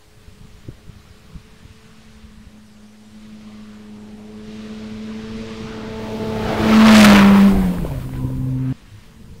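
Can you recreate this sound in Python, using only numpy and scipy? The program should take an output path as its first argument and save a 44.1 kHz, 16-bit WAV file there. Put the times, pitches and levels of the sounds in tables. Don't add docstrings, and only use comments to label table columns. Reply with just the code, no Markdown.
import sys
import numpy as np
from scipy import signal
from scipy.io import wavfile
from scipy.ndimage import uniform_filter1d

SR = 44100
rng = np.random.default_rng(int(sys.argv[2]) if len(sys.argv) > 2 else 0)


def digitize_waveform(pressure):
    field = np.atleast_2d(pressure).T
    bounded = np.clip(field, -1, 1)
    quanta = np.round(bounded * 32767).astype(np.int16)
    wavfile.write(sys.argv[1], SR, quanta)


N = 414540
CUT_S = 8.7262

# [pitch_hz, relative_db_per_hz]
AIR_COLOUR = [(290, -10), (500, -2), (630, -2.5), (727, -5), (1170, -3), (1330, -5.5), (1450, -3),
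              (4660, -8), (8910, -13.5), (15600, -28)]
AIR_DB = -56

# [start_s, firing_rate_hz, firing_tone_db, octave_tone_db, uneven_cylinder_tones_db]
ENGINE_LINES = [
    [(0.0, 211.5, -71, -61, -67), (0.45, 214.2, -59.5, -58.5, -69), (0.85, 210, -58.5, -63.5, -68),
     (1.8, 220, -55.5, -57.5, -74), (2.1, 217, -48.5, -62, -76), (2.8, 211.5, -47, -69.5, -74),
     (3.0, 214, -46.5, -63, -67), (3.25, 214.5, -40, -62.5, -60.5), (4.0, 210.7, -38.5, -50.5, -58),
     (4.6, 215.6, -34.5, -44, -50.5), (5.1, 217.3, -30, -43.5, -54), (5.42, 222, -32.5, -38.5, -46),
     (5.8, 219.6, -34, -37.5, -50), (6.1, 219.2, -31, -34, -63), (6.27, 219.1, -26, -30, -57),
     (6.4, 219, -29.5, -29.5, -45), (6.57, 217, -27, -33, -35), (6.77, 219.2, -7.5, -23.5, -25),
     (6.85, 220.1, -5.5, -23, -42), (6.97, 215.2, 5, -30, -17), (7.04, 209.2, 6, -29, -28),
     (7.13, 202.9, 0.5, -32, -7), (7.2, 198.5, -7, -29, -19.5), (7.26, 198.9, -5.5, -20.5, -33),
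     (7.39, 198, -9, -30.5, -41), (7.46, 198.6, -6.5, -27, -32), (7.54, 194, -17.5, -27.5, -30),
     (7.61, 189.1, -17, -36.5, -33), (7.67, 181.4, -16, -51, -34), (7.81, 171.7, -28, -39, -42),
     (7.88, 155.8, -29.5, -44, -49), (7.95, 129.6, -25, -33.5, -55), (8.03, 125.5, -30, -42.5, -52),
     (8.1, 131.5, -32, -35, -41.5), (8.21, 128.9, -26, -32, -37.5), (8.71, 130.2, -20.5, -25, -53)],
    [(8.75, 225.5, -50, -68, -74), (8.87, 222, -66, -75, -76), (9.1, 220.5, -62, -62, -74),
     (9.25, 222, -52, -62, -66), (9.39, 227.4, -54.5, -53, -64)],
]
UNEVEN_TONES = {1.5: 0, 2.5: -7, 3.5: -16}
UPPER_TONES = {3: 0, 4: -3}
# [db_at_middle_roar, slope_db_per_db, top_db_before_gear_change, higher_gear_change_db]
CRANK_FOLLOW = (-44, 0.8, -33, -6)
UPPER_FOLLOW = (-53, 1.66, -34, 13)
MIDDLE_ROAR_DB = -40
GEAR_HZ = 160
FADING_DB = 3
UPPER_BEHIND_DB = -14.5
# [start_s, end_s, level_db, rise_db_per_s, fall_db_per_s]
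TAILPIPE_RASP = (7.15, 7.33, -27, 70, 100)
FRONT_RASP = (6.72, 6.95, -32, 80, 90)

# [start_s, body_roar_db, gravel_tyres_db, intake_whoosh_db]
ROAD_LEVELS = [
    [(0.0, -63, -75, -77), (0.25, -60, -63.5, -61.5), (1.2, -58.5, -60, -60), (2.1, -59.5, -57.5, -57.5),
     (2.5, -58.5, -63, -64), (2.95, -57, -78, -71), (3.2, -55.5, -61.5, -58), (3.5, -54, -55, -55.5),
     (4.25, -49.5, -60, -61.5), (4.55, -48.5, -52, -48.5), (5.05, -45, -48, -48.5), (5.5, -41, -44.5, -43),
     (5.85, -36.5, -42.5, -46), (6.2, -31, -43, -43), (6.41, -29, -35.5, -40.5), (6.49, -24.5, -30, -37),
     (6.56, -23, -31, -38.5), (6.7, -21, -24, -30.5), (6.77, -20, -22, -25.5), (6.84, -20, -14, -27.5),
     (6.98, -9, -6, -9.5), (7.05, -8, -2, -12.5), (7.18, -11.5, -11.5, -25), (7.3, -18, -21.5, -33.5),
     (7.47, -25, -27, -35), (7.54, -26, -39, -44), (7.74, -31, -40.5, -47.5), (7.81, -33.5, -47, -51),
     (7.88, -30.5, -46.5, -51), (8.02, -38, -48.5, -51), (8.09, -40.5, -50.5, -60), (8.16, -42, -46.5, -53),
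     (8.22, -37, -55.5, -58), (8.55, -41, -54.5, -65), (8.71, -41.5, -46, -63)],
    [(8.75, -60, -57.5, -57), (8.87, -54, -58.5, -62), (9.05, -60, -59, -57), (9.2, -58, -64, -74),
     (9.39, -56.5, -68, -74)],
]
# [start_s, level_db]
GRIT_LEVELS = [
    [(0.0, -67), (1.3, -68), (1.8, -72), (5.0, -84), (5.85, -75), (6.02, -58), (6.5, -51.5), (6.76, -40.5),
     (6.88, -39), (7.1, -29), (7.2, -36.5), (7.46, -38.5), (7.55, -42.5), (7.85, -47.5), (8.45, -55.5),
     (8.6, -61), (8.71, -60)],
    [(8.75, -70), (9.05, -65), (9.39, -65)],
]
# [pitch_hz, relative_db_per_hz]
ROAR_FRONT_COLOUR = [(60, 4.5), (120, 5), (250, 3.5), (450, 0.5), (700, -2), (1000, -7.5), (1600, -19.5),
                     (3000, -47)]
ROAR_BEHIND_COLOUR = [(60, -6), (120, -7), (250, 5), (380, -4), (500, 1), (620, -9.5), (780, -10.5),
                      (1000, -7), (1300, -44), (3000, -47)]
TYRE_COLOUR = [(500, -33), (800, -8), (1080, 1), (1500, -2.5), (2300, -6.5), (3200, -12.5), (6000, -39)]
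WHOOSH_COLOUR = [(1800, -1), (2800, 0), (3800, -0.5), (5000, -4.5), (6500, -11), (8500, -19), (15000, -52)]
GRIT_COLOUR = [(4000, -45), (6500, -5.5), (8500, 0), (12000, -1.5), (15500, 0)]
TURN_S, TURN_LENGTH_S = 7.5, 0.43
ALONGSIDE_DB = -27

# [start_s, level_db]
WIND_LEVELS = [
    [(0.0, -58), (0.12, -46.5), (0.36, -48), (0.46, -43.5), (0.8, -45.5), (1.28, -42), (1.55, -49),
     (2.4, -49.5), (2.8, -51.5), (2.96, -60), (3.1, -50.5), (3.8, -52.5), (4.3, -48), (5.2, -43.5),
     (5.4, -39), (5.5, -44), (5.66, -35.5), (5.75, -49), (5.87, -41), (6.26, -41), (6.34, -35), (6.5, -36),
     (6.85, -28), (7.18, -42), (7.5, -33), (8.72, -36)],
    [(8.76, -48), (9.0, -44), (9.15, -44.5), (9.22, -41.5), (9.4, -43)],
]
# [pitch_hz, relative_db_per_hz]
BUFFET_COLOUR = [(10, -3), (35, -0.5), (60, -3), (110, -8.5), (180, -6.5), (300, -24.5), (500, -31),
                 (1000, -70)]
# [peak_s, level_db]
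WAKE_EDDIES = [(6.44, -27), (7.55, -17), (7.79, -19.5), (8.14, -24), (8.36, -25.5)]
WAKE_RISE, WAKE_FALL = 364, 57.6
LUMP_DB, LUMP_FALL = -14, 180

# [centre_s, level_db, pitch_hz, length_cycles, triple_pitch_flutter_share]
PUFF_ROWS = [(.175, -39, 108, 1.1, 0.23), (.284, -31.5, 73, 1.1, 0.19), (.689, -21.5, 104, 0.74, 0.61),
             (.896, -25.5, 123, 0.89, 0.1), (0.966, -32.5, 70, 0.92, 0.21), (1.111, -35.5, 78.7, 1.7, 0.14),
             (1.36, -26.5, 55, 1.13, 0.44), (1.655, -31.5, 95, 1.16, 0.21), (1.71, -36, 83, 1.66, 0.16),
             (2.25, -32.5, 64.4, 1.2, 0.17), (2.38, -38, 60, 1.1, 0.17), (2.475, -36.5, 68.3, 1.205, 0.22),
             (8.25, -17, 93.6, 1.03, 0.46), (8.95, -34.5, 105, 8.9, 0.057), (9.248, -34, 45.14, 0.66, 0.56)]
STONE_ROWS = [(7.785, -22, 1470, 1.34, 0.047), (7.851, -13.5, 470.6, 1.4, 0.092),
              (7.866, -27, 961, 2.9, 0.21), (7.917, -28, 809, 2.6, 0.2), (8.093, -29, 900, 1.2, 0.3),
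              (8.137, -30, 679, 1.26, 0.43), (8.155, -31, 906, 1.5, 0.3), (8.303, -25.5, 481, 2.13, 0.11)]

CEILING_DB = -6
EDGE_HZ = 15750


def gain_of(db):
    return 10 ** (np.asarray(db) / 20)


def evened(x):
    return x / np.sqrt(np.mean(x ** 2) + 1e-20)


def ramp(start_s, length_s):
    return np.clip((np.arange(N) / SR - start_s) / length_s, 0, 1)


def play(tables):
    t = np.arange(N) / SR
    early, late = np.transpose(tables[0]), np.transpose(tables[1])
    after = ramp(CUT_S, 1 / 2500)
    columns = []
    for before_values, after_values in zip(early[1:], late[1:]):
        before_line = np.interp(t, early[0], before_values)
        after_line = np.interp(t, late[0], after_values)
        columns.append((1 - after) * before_line + after * after_line)
    return columns


def swell(start, end, peak_db, rise, fall):
    t = np.arange(N) / SR
    return peak_db - rise * np.maximum(start - t, 0) - fall * np.maximum(t - end, 0)


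def drift(rate_hz):
    steps = rng.standard_normal(N // 64 + 2)
    lowpass = signal.butter(2, rate_hz, fs=SR / 64, output="sos")
    slow = signal.sosfiltfilt(lowpass, steps, padtype="even", padlen=len(steps) // 2)
    return np.interp(np.arange(N) / 64, np.arange(len(slow)), evened(slow))


def hiss(colour, patchy_db, size=512):
    frames, hz = 4 * N // size + 5, np.fft.rfftfreq(size, 1 / SR)
    real, imaginary, patches = rng.standard_normal((frames, len(hz), 3)).T
    patches = uniform_filter1d(patches, size=8, axis=0)
    patches = evened(uniform_filter1d(patches, size=16, axis=1))
    f, db = np.transpose(colour)
    shape_db = np.interp(np.log(hz + 1), np.log(f + 1), db, left=db[0] - 34)
    spectrum = (real + 1j * imaginary) * gain_of(shape_db[:, None] + patchy_db * patches)
    return evened(signal.istft(spectrum, nperseg=size, noverlap=3 * size // 4)[1][:N])


def outdoor_air():
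    return gain_of(AIR_DB + 0.4 * drift(1.6)) * hiss(AIR_COLOUR, patchy_db=1.5)


def following_tone(law, roar_db, geared, far):
    middle_db, slope, top_db, gear_db = law
    level_db = np.minimum(middle_db + slope * (roar_db - MIDDLE_ROAR_DB), top_db)
    return level_db + gear_db * geared + FADING_DB * (1 - far) * drift(3.0)


def engine():
    hz, firing_db, octave_db, uneven_db = play(ENGINE_LINES)
    roar_db = play(ROAD_LEVELS)[0]
    geared = np.clip((GEAR_HZ - hz) / 20, 0, 1)
    far = np.clip((-12.5 - firing_db) / 16, .15, 1)
    crank_db = following_tone(CRANK_FOLLOW, roar_db, geared, far)
    upper_db = following_tone(UPPER_FOLLOW, roar_db, geared, far)
    upper_db += UPPER_BEHIND_DB * ramp(7.2, 0.29)
    turns = 2 * np.pi * np.cumsum(hz * (1 + 0.00313 * drift(30.1))) / SR
    facing = np.pi * (1 - ramp(6.8, 0.4))

    orders = [(1, firing_db), (2, octave_db), (.5, crank_db)]
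    orders += [(k, uneven_db + db) for k, db in UNEVEN_TONES.items()]
    orders += [(k, upper_db + db) for k, db in UPPER_TONES.items()]
    rasp_db = swell(*TAILPIPE_RASP) + 4 * drift(40.)
    orders += [(5, rasp_db), (5.5, rasp_db - .8), (6.5, rasp_db - 5.)]
    orders += [(6, swell(*FRONT_RASP) + 7 * drift(45.))]

    out = np.zeros(N)
    for k, db in orders:
        level = np.sqrt(2) * gain_of(db + 1.7 * far * drift(25.0))
        phase = k * turns + 0.97 * k * (k - 1) * (k - 2)
        phase = phase + facing * (k == 2) + 0.078 * k * far * drift(25.0)
        out += level * np.cos(phase)
    return out


def road():
    roar_db, tyres_db, whoosh_db = play(ROAD_LEVELS)
    grit_db = play(GRIT_LEVELS)[0]
    behind = ramp(TURN_S, TURN_LENGTH_S)
    grain_db = (0.75 + 0.15 * np.maximum(tyres_db - ALONGSIDE_DB, 0)) * drift(300.0)
    body = np.sqrt(1 - behind) * hiss(ROAR_FRONT_COLOUR, patchy_db=3.0, size=2048)
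    body += np.sqrt(behind) * hiss(ROAR_BEHIND_COLOUR, patchy_db=5.0, size=2048)
    roar = gain_of(roar_db) * body
    tyres = gain_of(tyres_db + grain_db) * hiss(TYRE_COLOUR, patchy_db=2.0, size=1024)
    whoosh = gain_of(whoosh_db + 0.51 * grain_db) * hiss(WHOOSH_COLOUR, patchy_db=0.1)
    grit = gain_of(grit_db + .3 * grain_db) * hiss(GRIT_COLOUR, patchy_db=1.0)
    bumps = gain_of(0.17 * drift(4.0))
    return bumps * (roar + tyres + whoosh + grit)


def wind():
    before_cut = np.arange(N) / SR < CUT_S
    levels = [play(WIND_LEVELS)[0]]
    for s, db, *_ in PUFF_ROWS:
        levels.append(swell(s, s, db + LUMP_DB, LUMP_FALL, LUMP_FALL))
    for s, db in WAKE_EDDIES:
        levels.append(np.where(before_cut, swell(s, s, db, WAKE_RISE, WAKE_FALL), -99))
    lumps_db = 1.8 * drift(25.) + 1.2 * drift(6.)
    loudest_db = np.max(levels, axis=0)
    return gain_of(loudest_db + lumps_db) * hiss(BUFFET_COLOUR, patchy_db=2.5, size=2048)


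def knocks(rows):
    out = np.zeros(N)
    for s, level_db, hz, cycles, flutter_share in rows:
        u = np.arange(-2000, 2000) / SR * hz
        flutter = np.cos(2 * np.pi * 3 * u) + 0.2 * np.sin(2 * np.pi * 4.83 * u)
        swing = -np.cos(2 * np.pi * u + .5) + flutter_share * flutter
        bell = np.exp(-(2 * u / cycles) ** 2)
        first = round(s * SR) - 2000
        out[first:][:len(u)] += gain_of(level_db) * swing * bell
    return out


def scene():
    trucks = engine() + road()
    return (outdoor_air() + trucks + wind() + knocks(PUFF_ROWS) + knocks(STONE_ROWS))[None]


def record(dry):
    ceiling = gain_of(CEILING_DB)
    clipped = np.clip(dry, -ceiling, ceiling) - .0027
    edge = signal.firwin(2047, EDGE_HZ, window=("kaiser", 14), fs=SR)
    return signal.oaconvolve(clipped, edge[None], "same")


dry = scene()
out = record(dry)
digitize_waveform(out)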